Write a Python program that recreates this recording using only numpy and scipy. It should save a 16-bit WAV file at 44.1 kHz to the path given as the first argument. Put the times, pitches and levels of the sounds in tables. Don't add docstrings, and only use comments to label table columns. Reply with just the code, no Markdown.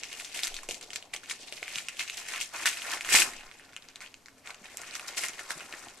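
import sys
import numpy as np
from scipy import signal
from scipy.fft import rfft, irfft, next_fast_len
from scipy.io import wavfile
from scipy.ndimage import map_coordinates

SR = 44100
rng = np.random.default_rng(int(sys.argv[2]) if len(sys.argv) > 2 else 0)


def digitize_waveform(pressure):
    field = np.atleast_2d(pressure).T
    bounded = np.clip(field, -1, 1)
    quanta = np.round(bounded * 32767).astype(np.int16)
    wavfile.write(sys.argv[1], SR, quanta)


N = 264600

# f/Hz, level/dB
AIR_SPECTRUM = [(20, -6), (60, -16.5), (150, -14), (600, -15), (2300, -24.5), (5000, -24.5), (12000, -29.5)]
# f/Hz, width/Hz, level/dB
HUM_BANDS = [(265, 32, 15), (97.7, 49, 5)]
# t/s, level/dB
HAND_JOLTS = [(.6, -49), (3.17, -56), (3.36, -51)]
# f/Hz, T60/s
ROOM_T60 = [(200, 0.76), (2000, 0.25), (10000, 0.28)]
# f/Hz, coherence (0-1)
ROOM_COHERENCE = [(300, 0.98), (3000, 0.4), (12000, 0)]
# delay/s, level/dB
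SOFA_ECHOES = [(.0028, -13), (.0085, -13)]
# t/s, level/dB, f/Hz
BUMPS = [(.519, -33.5, 730), (.69, -25, 537), (1.524, -35, 570), (1.626, -31.5, 653), (1.763, -39, 167),
         (3.146, -14, 890), (4.615, -43, 188), (5.559, -41, 160), (5.87, -32.5, 846)]
# t/s, level/dB relative to the usual crumple
SCUFF_LEVELS = [(0, -6), (.4, -9.5), (.9, 3), (1.7, -10.5), (2.6, -11.5), (3.15, -5.5), (4.2, -8.5),
                (4.63, -7.5), (5.2, -6.5), (5.7, -3)]
# f/Hz, gain/dB
SCUFF_COLOUR = [(40, -11), (120, -9.5), (350, -5), (800, 4.5), (1400, 0.5), (3000, -24)]
# t/s, crumple level/dB, rip over crumple/dB
STEADY_HANDLING = [(0, -49.5, 0), (.55, -48, 1.5), (.67, -59.5, 4), (1, -63, 7), (1.09, -65.5, -4),
                   (1.4, -54, 4.5), (1.9, -50.5, -0.5), (2.42, -44.5, -1), (2.51, -54.5, 4), (2.75, -43, 2),
                   (3.04, -49, -2), (3.27, -41.5, -1), (3.37, -51.5, -3), (3.75, -59.5, -2.5),
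                   (4.11, -63.5, 0.5), (4.2, -74, 2), (4.45, -67.5, 2.5), (4.72, -48.5, -2.5),
                   (5.4, -49, 0.5), (5.84, -49, 0), (6, -60.5, 0)]
# t/s at full pull, build-up/s, hold/s, crumple level/dB, rip over crumple/dB
SHEET_TUGS = [(.2, 0.13, 0.027, -50.5, 8), (0.345, 0.007, 0.043, -39.5, 0.5), (0.433, 0.017, 0.018, -42, 7),
              (0.69, 0.0066, 0.049, -46, 3), (1.136, 0.0051, 0.012, -44, 1.5),
              (1.296, 0.026, 0.014, -46, 5.5), (1.625, 0.0045, 0.11, -48, -9),
              (1.756, 0.13, 0.045, -43.5, 1), (1.992, 0.01, 0.022, -34.5, -2),
              (2.173, 0.0071, 0.032, -42.5, 0.5), (2.286, .02, 0.09, -40.5, -1),
              (2.41, 0.017, 0.016, -40.5, 4), (2.539, 0.0089, 0.095, -37, -4),
              (2.656, 0.0034, 0.021, -30.5, 2.5), (2.933, 0.13, 0.017, -33.5, -2),
              (3.049, .005, 0.042, -41.5, -3), (3.151, 0.065, 0.014, -20, 2),
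              (3.184, 0.058, 0.027, -25, 4.5), (4.011, 0.0035, 0.031, -44.5, -4.5),
              (4.472, 0.05, 0.023, -47, -4), (4.954, 0.011, 0.01, -41, 2), (5.078, 0.01, 0.0073, -45, 6),
              (5.171, 0.0062, 0.016, -37, 5.5), (5.232, 0.066, 0.023, -36.5, 1.5),
              (5.503, 0.02, 0.008, -38, 1.5), (5.607, .003, 0.0092, -46.5, -22),
              (5.726, 0.022, 0.0095, -42.5, -26)]
# t/s, centre f/Hz
FLAP_PITCH = [(2, 2560), (3, 1840)]
# f/Hz, gain/dB
SHEET_COLOUR = [(250, -27), (800, -4.5), (1700, 0), (2600, 6), (3600, 1), (6500, 7)]
# f/Hz, gain/dB
FIBRE_COLOUR = [(1500, -29), (3300, -7.5), (4800, -5), (6500, -3), (8500, -3), (11500, -7.5),
                (13000, -16.5)]
# t/s, level/dB, f/Hz
CREASES = [(0.0347, -22.5, 2700), (.129, -27, 2870), (0.1992, -26.5, 2530), (.247, -28, 3470),
           (0.392, -22, 2400), (0.434, -18, 3630), (.443, -31, 3300), (0.471, -19, 4330),
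           (0.5427, -24.5, 3470), (0.5662, -25, 4330), (0.589, -30.5, 1760), (.6328, -30.5, 1080),
           (0.6888, -23, 2780), (0.71, -23.5, 2880), (0.744, -30, 4500), (0.8117, -32, 2680),
           (0.8276, -32.5, 4430), (0.905, -28.5, 2980), (0.9326, -30, 2300), (0.9589, -23, 2530),
           (1.026, -33, 2960), (1.1362, -24, 2330), (1.1387, -21, 2180), (1.163, -24, 3180),
           (1.234, -37.5, 1510), (1.2592, -34, 2640), (1.298, -22.5, 3220), (1.311, -19.5, 2170),
           (1.4767, -34, 2860), (1.5245, -24, 2640), (1.629, -22, 2150), (1.6799, -24, 2210),
           (1.7576, -20, 2930), (1.784, -21.5, 2370), (1.8853, -17.5, 2760), (1.9695, -32, 3020),
           (1.995, -18, 2420), (2.078, -27.5, 2620), (2.0983, -19.5, 2650), (2.145, -31.5, 3520),
           (2.1725, -24.5, 7200), (2.2864, -25.5, 2030), (2.337, -24, 2290), (2.36, -33, 3420),
           (2.4118, -22, 3330), (2.6574, -9.5, 1740), (2.672, -11, 1860), (2.7305, -23.5, 2450),
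           (2.772, -26, 2700), (2.82, -24.5, 3120), (2.868, -28, 2100), (2.914, -27, 3170),
           (2.936, -20.5, 3300), (2.973, -27, 2060), (3.0093, -21, 2310), (3.048, -23.5, 2320),
           (3.09, -17, 1920), (3.1397, -11, 2400), (3.1511, -5.5, 2270), (3.2202, -10.5, 2630),
           (3.335, -29, 2040), (3.409, -35, 2720), (3.514, -32, 2300), (3.597, -38, 1740),
           (3.725, -44, 3600), (3.7646, -23, 2870), (3.8236, -36.5, 3720), (3.8867, -34.5, 4770),
           (3.9582, -28, 3850), (4.0056, -31.5, 2300), (4.142, -31.5, 2760), (4.2594, -37, 2150),
           (4.284, -35.5, 1620), (4.4736, -27.5, 2500), (4.5048, -30.5, 2220), (4.5447, -34, 2800),
           (4.7716, -21, 7950), (4.8166, -26.5, 6960), (4.834, -35, 1790), (4.9546, -28.5, 1330),
           (4.996, -27, 2640), (5.147, -33, 2320), (5.1735, -25.5, 4420), (5.237, -22, 2050),
           (5.2848, -20, 7100), (5.334, -33, 2940), (5.382, -31, 2050), (5.393, -27, 2150),
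           (5.5062, -20.5, 1580), (5.6062, -27.5, 1470), (5.661, -51, 2150), (5.726, -26, 2750),
           (5.739, -28.5, 1750), (5.885, -34, 3120)]
# f/Hz, left over right/dB
PORT_BALANCE = [(2500, 0.5), (7000, 2), (13000, 2)]
# f/Hz, gain/dB
MIC_RESPONSE = [(8300, 1), (9300, -2.5), (12800, 1), (13400, -20), (14400, -36)]


def amp(db):
    return 10 ** (np.asarray(db) / 20)


def unit(x):
    return x / np.sqrt(np.mean(x ** 2) + 1e-20)


def along(points, hz):
    f, values = np.transpose(points)
    return np.interp(np.log(hz + 1), np.log(f + 1), values)


def curves(rows):
    times, *columns = np.transpose(rows)
    return [np.interp(np.arange(N) / SR, times, column) for column in columns]


def wobble(rate):
    return map_coordinates(rng.standard_normal(int(N * rate / SR) + 4), [np.arange(N) * rate / SR])


def swell(at_s, held_s, db, rise, fall):
    t = np.arange(N) / SR - at_s
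    return amp(db - rise * np.maximum(-t, 0) - fall * np.maximum(t - held_s, 0))


def filtered(x, response):
    size = next_fast_len(N + SR // 2)
    return irfft(rfft(x, size) * response(np.fft.rfftfreq(size, 1 / SR)), size)[..., :N]


def cohere(a, b, coherence):
    angle = np.arccos(np.clip(coherence, 0, 1)) / 2
    mid, side = np.cos(angle) * a, np.sin(angle) * b
    return np.array([mid + side, mid - side])


def stereo_noise(coherence):
    return cohere(*rng.standard_normal((2, N)), coherence)


def grains(at_s, gain, hz, cycles, lag_s=0, pan_db=0, *, size):
    out = np.zeros((2, N + size))
    for channel, side in enumerate((.5, -.5)):
        start = np.clip((at_s + side * lag_s) * SR, 0, N - 1)
        samples = np.ceil(start).astype(int)[:, None] + np.arange(size)
        turns = (samples - start[:, None]) / SR * hz[:, None]
        envelope = np.exp(-turns / cycles) * (1 - np.exp(-turns / 0.1))
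        wave = np.sin(2 * np.pi * turns) * envelope * (gain * amp(side * pan_db))[:, None]
        out[channel] = np.bincount(samples.ravel(), wave.ravel(), N + size + 1)[:N + size]
    return out[:, :N]


def crackle(colour, hz, clumps_db, octaves, cycles, spread_db, lag_s, pan_db, count, size):
    when, strength = rng.random((count, 2)).T
    detune, lag, pan = rng.standard_normal((count, 3)).T
    gain = amp(np.minimum(-spread_db * np.log(1 - strength), 15.5))
    centre_hz = np.broadcast_to(hz, N)[(when * N).astype(int)]
    pitch_hz = np.clip(centre_hz * 2 ** (octaves * detune), 80, SR / 3)
    bed = grains(when * N / SR, gain, pitch_hz, cycles, lag_s * lag, pan_db * pan, size=size)
    return unit(filtered(bed * amp(clumps_db), lambda f: amp(along(colour, f))))


def room_tone():
    def hum_response(f):
        return sum(amp(db) / (1 + (2 * (f - hz) / width) ** 2) for hz, width, db in HUM_BANDS)
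    air = unit(filtered(stereo_noise(0.76), lambda f: amp(along(AIR_SPECTRUM, f))))
    hum = unit(filtered(stereo_noise(0.91), hum_response))
    return amp(-62.5) * air + amp(-74 + 4.2 * wobble(2.98)) * hum


def microphone_jolts():
    flutter = unit(filtered(stereo_noise(1), lambda f: 1 / (1 + ((f - 14) / 6) ** 2)))
    return flutter * sum(swell(at_s, 0, db, rise=89, fall=89) for at_s, db in HAND_JOLTS)


def reverberation(x, count=3):
    phase = np.cumsum(np.abs(wobble(5.04))) * 12 / SR
    wet = 0
    for k in range(count):
        hz, t, (a, b) = signal.stft(rng.standard_normal((2, SR // 3)), SR, nperseg=128)
        field = cohere(a, b, along(ROOM_COHERENCE, hz)[:, None])
        decay = amp(-60 * t / along(ROOM_T60, hz)[:, None])
        tail = signal.istft(field * decay, SR, nperseg=128)[1]
        share = np.pad(x * np.cos(phase + k * np.pi / count), ((0, 0), (110, 0)))
        wet = wet + signal.fftconvolve(share, tail / np.linalg.norm(tail[0]), axes=1)[:, :N]
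    return wet


def sofa_reflections(x):
    return filtered(x, lambda f: 1 + sum(amp(db) * np.exp(-2j * np.pi * f * s) for s, db in SOFA_ECHOES))


def bumps():
    at_s, db, hz = np.transpose(BUMPS)
    knock = grains(at_s, amp(db), hz, cycles=1.36, size=1024)
    thud = grains(at_s, amp(db - 26.5), hz=np.full_like(hz, 96), cycles=0.93, size=2048)
    return thud + filtered(knock, lambda f: (1j * f / (130 + 1j * f) * 1100 / (1100 + 1j * f)) ** 2)


def cushion_scuff(crumple_db, jerks):
    usual_db, follows = -56.5, 0.68
    rub = crackle(SCUFF_COLOUR, hz=596, clumps_db=2 * jerks + wobble(25), octaves=0.82, cycles=0.88,
                  spread_db=3.36, lag_s=7e-5, pan_db=1.8, count=3000, size=256)
    driven_db = usual_db + follows * (crumple_db - usual_db)
    return amp(driven_db + curves(SCUFF_LEVELS)[0] - 2.5) * rub


def hand_levels():
    crumple_db, rip_db = curves(STEADY_HANDLING)
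    crumple_power, rip_power = amp(crumple_db) ** 2, amp(crumple_db + rip_db) ** 2
    for at_s, build_s, held_s, db, tug_rip_db in SHEET_TUGS:
        tug_power = swell(at_s, held_s, db, rise=17.5 / build_s, fall=395) ** 2
        crumple_power += tug_power
        rip_power += tug_power * amp(tug_rip_db) ** 2
    return 10 * np.log10(crumple_power), 10 * np.log10(rip_power / crumple_power)


def run_on():
    kicks, t = np.zeros(N), np.arange(SR // 8) / SR
    for at_s, db, _ in CREASES:
        kicks[round(at_s * SR)] = amp(db - 24)
    attack_s, t60_s = 0.0002, 0.055
    decay = amp(-60 * t / t60_s) * (1 - np.exp(-t / attack_s))
    return np.abs(signal.fftconvolve(kicks, decay)[:N])


def sheet_crackle(jerks):
    fold_hz = curves(FLAP_PITCH)[0] * 2 ** (0.25 * wobble(14))
    return crackle(SHEET_COLOUR, fold_hz, clumps_db=3 * jerks + wobble(90), octaves=0.41, cycles=1.53,
                   spread_db=3.57, lag_s=5e-5, pan_db=0.77, count=14000, size=96)


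def fibre_rip(jerks, slack):
    tick_hz = 6400 * 2 ** (0.31 * wobble(12))
    clumps_db = 3 * jerks + 1.36 * slack * wobble(60)
    ticks = crackle(FIBRE_COLOUR, tick_hz, clumps_db, octaves=0.8, cycles=1.5,
                    spread_db=3.9, lag_s=1.8e-5, pan_db=11.8, count=16000, size=32)
    rough_noise = stereo_noise(0.3) * amp(2.8 * wobble(220))
    hiss = unit(filtered(rough_noise, lambda f: amp(along(FIBRE_COLOUR, f))))
    return np.sqrt(slack) * ticks + np.sqrt(1 - slack) * hiss


def rustle(crumple_db, rip_db):
    slack = np.clip((-27.5 - crumple_db) / 30, .15, 1)
    jerks = wobble(50) * slack
    paper = sheet_crackle(jerks) + amp(rip_db) * fibre_rip(jerks, slack)
    envelope = amp(crumple_db - 2.5) + run_on()
    return envelope * paper + cushion_scuff(crumple_db, jerks)


def crease_snaps(rip_db):
    at_s, db, hz = np.transpose(CREASES)
    lag, pan, edge_detune, overtone_detune, tautness = rng.standard_normal((len(at_s), 5)).T
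    place = dict(lag_s=2.5e-5 * lag, pan_db=2 * pan)
    bright_db = rip_db[(at_s * SR).astype(int)] + 2 * tautness
    overtone_hz = hz * 1.39 * 2 ** (0.33 * overtone_detune)
    edge_hz = 7200 * 2 ** (0.22 * edge_detune)
    edge_db = np.minimum(db, -20) + bright_db - 5
    ring = grains(at_s, amp(db + 1.5), hz, cycles=1.9, size=128, **place)
    overtone = grains(at_s, amp(db - 4.5), overtone_hz, cycles=2, size=64, **place)
    edge = grains(at_s + 0.000362, amp(edge_db), edge_hz, cycles=3, size=48, **place)
    click = grains(at_s, amp(db + bright_db - 6), np.full_like(hz, 11000), cycles=.8, size=16, **place)
    return filtered(ring + overtone + edge + click, lambda f: (1j * f / (900 + 1j * f)) ** 3)


def scene():
    crumple_db, rip_db = hand_levels()
    direct = rustle(crumple_db, rip_db) + crease_snaps(rip_db) + bumps()
    near = sofa_reflections(direct)
    return near + amp(-13.5) * reverberation(near) + room_tone() + microphone_jolts()


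def record(dry):
    ceiling, top_hz = .9, 14416

    def response(hz):
        imbalance_db = np.outer([.5, -.5], along(PORT_BALANCE, hz))
        return amp(along(MIC_RESPONSE, hz) + imbalance_db) * (hz < top_hz)
    return filtered(ceiling * np.tanh(dry / ceiling), response)


dry = scene()
out = record(dry)
digitize_waveform(out)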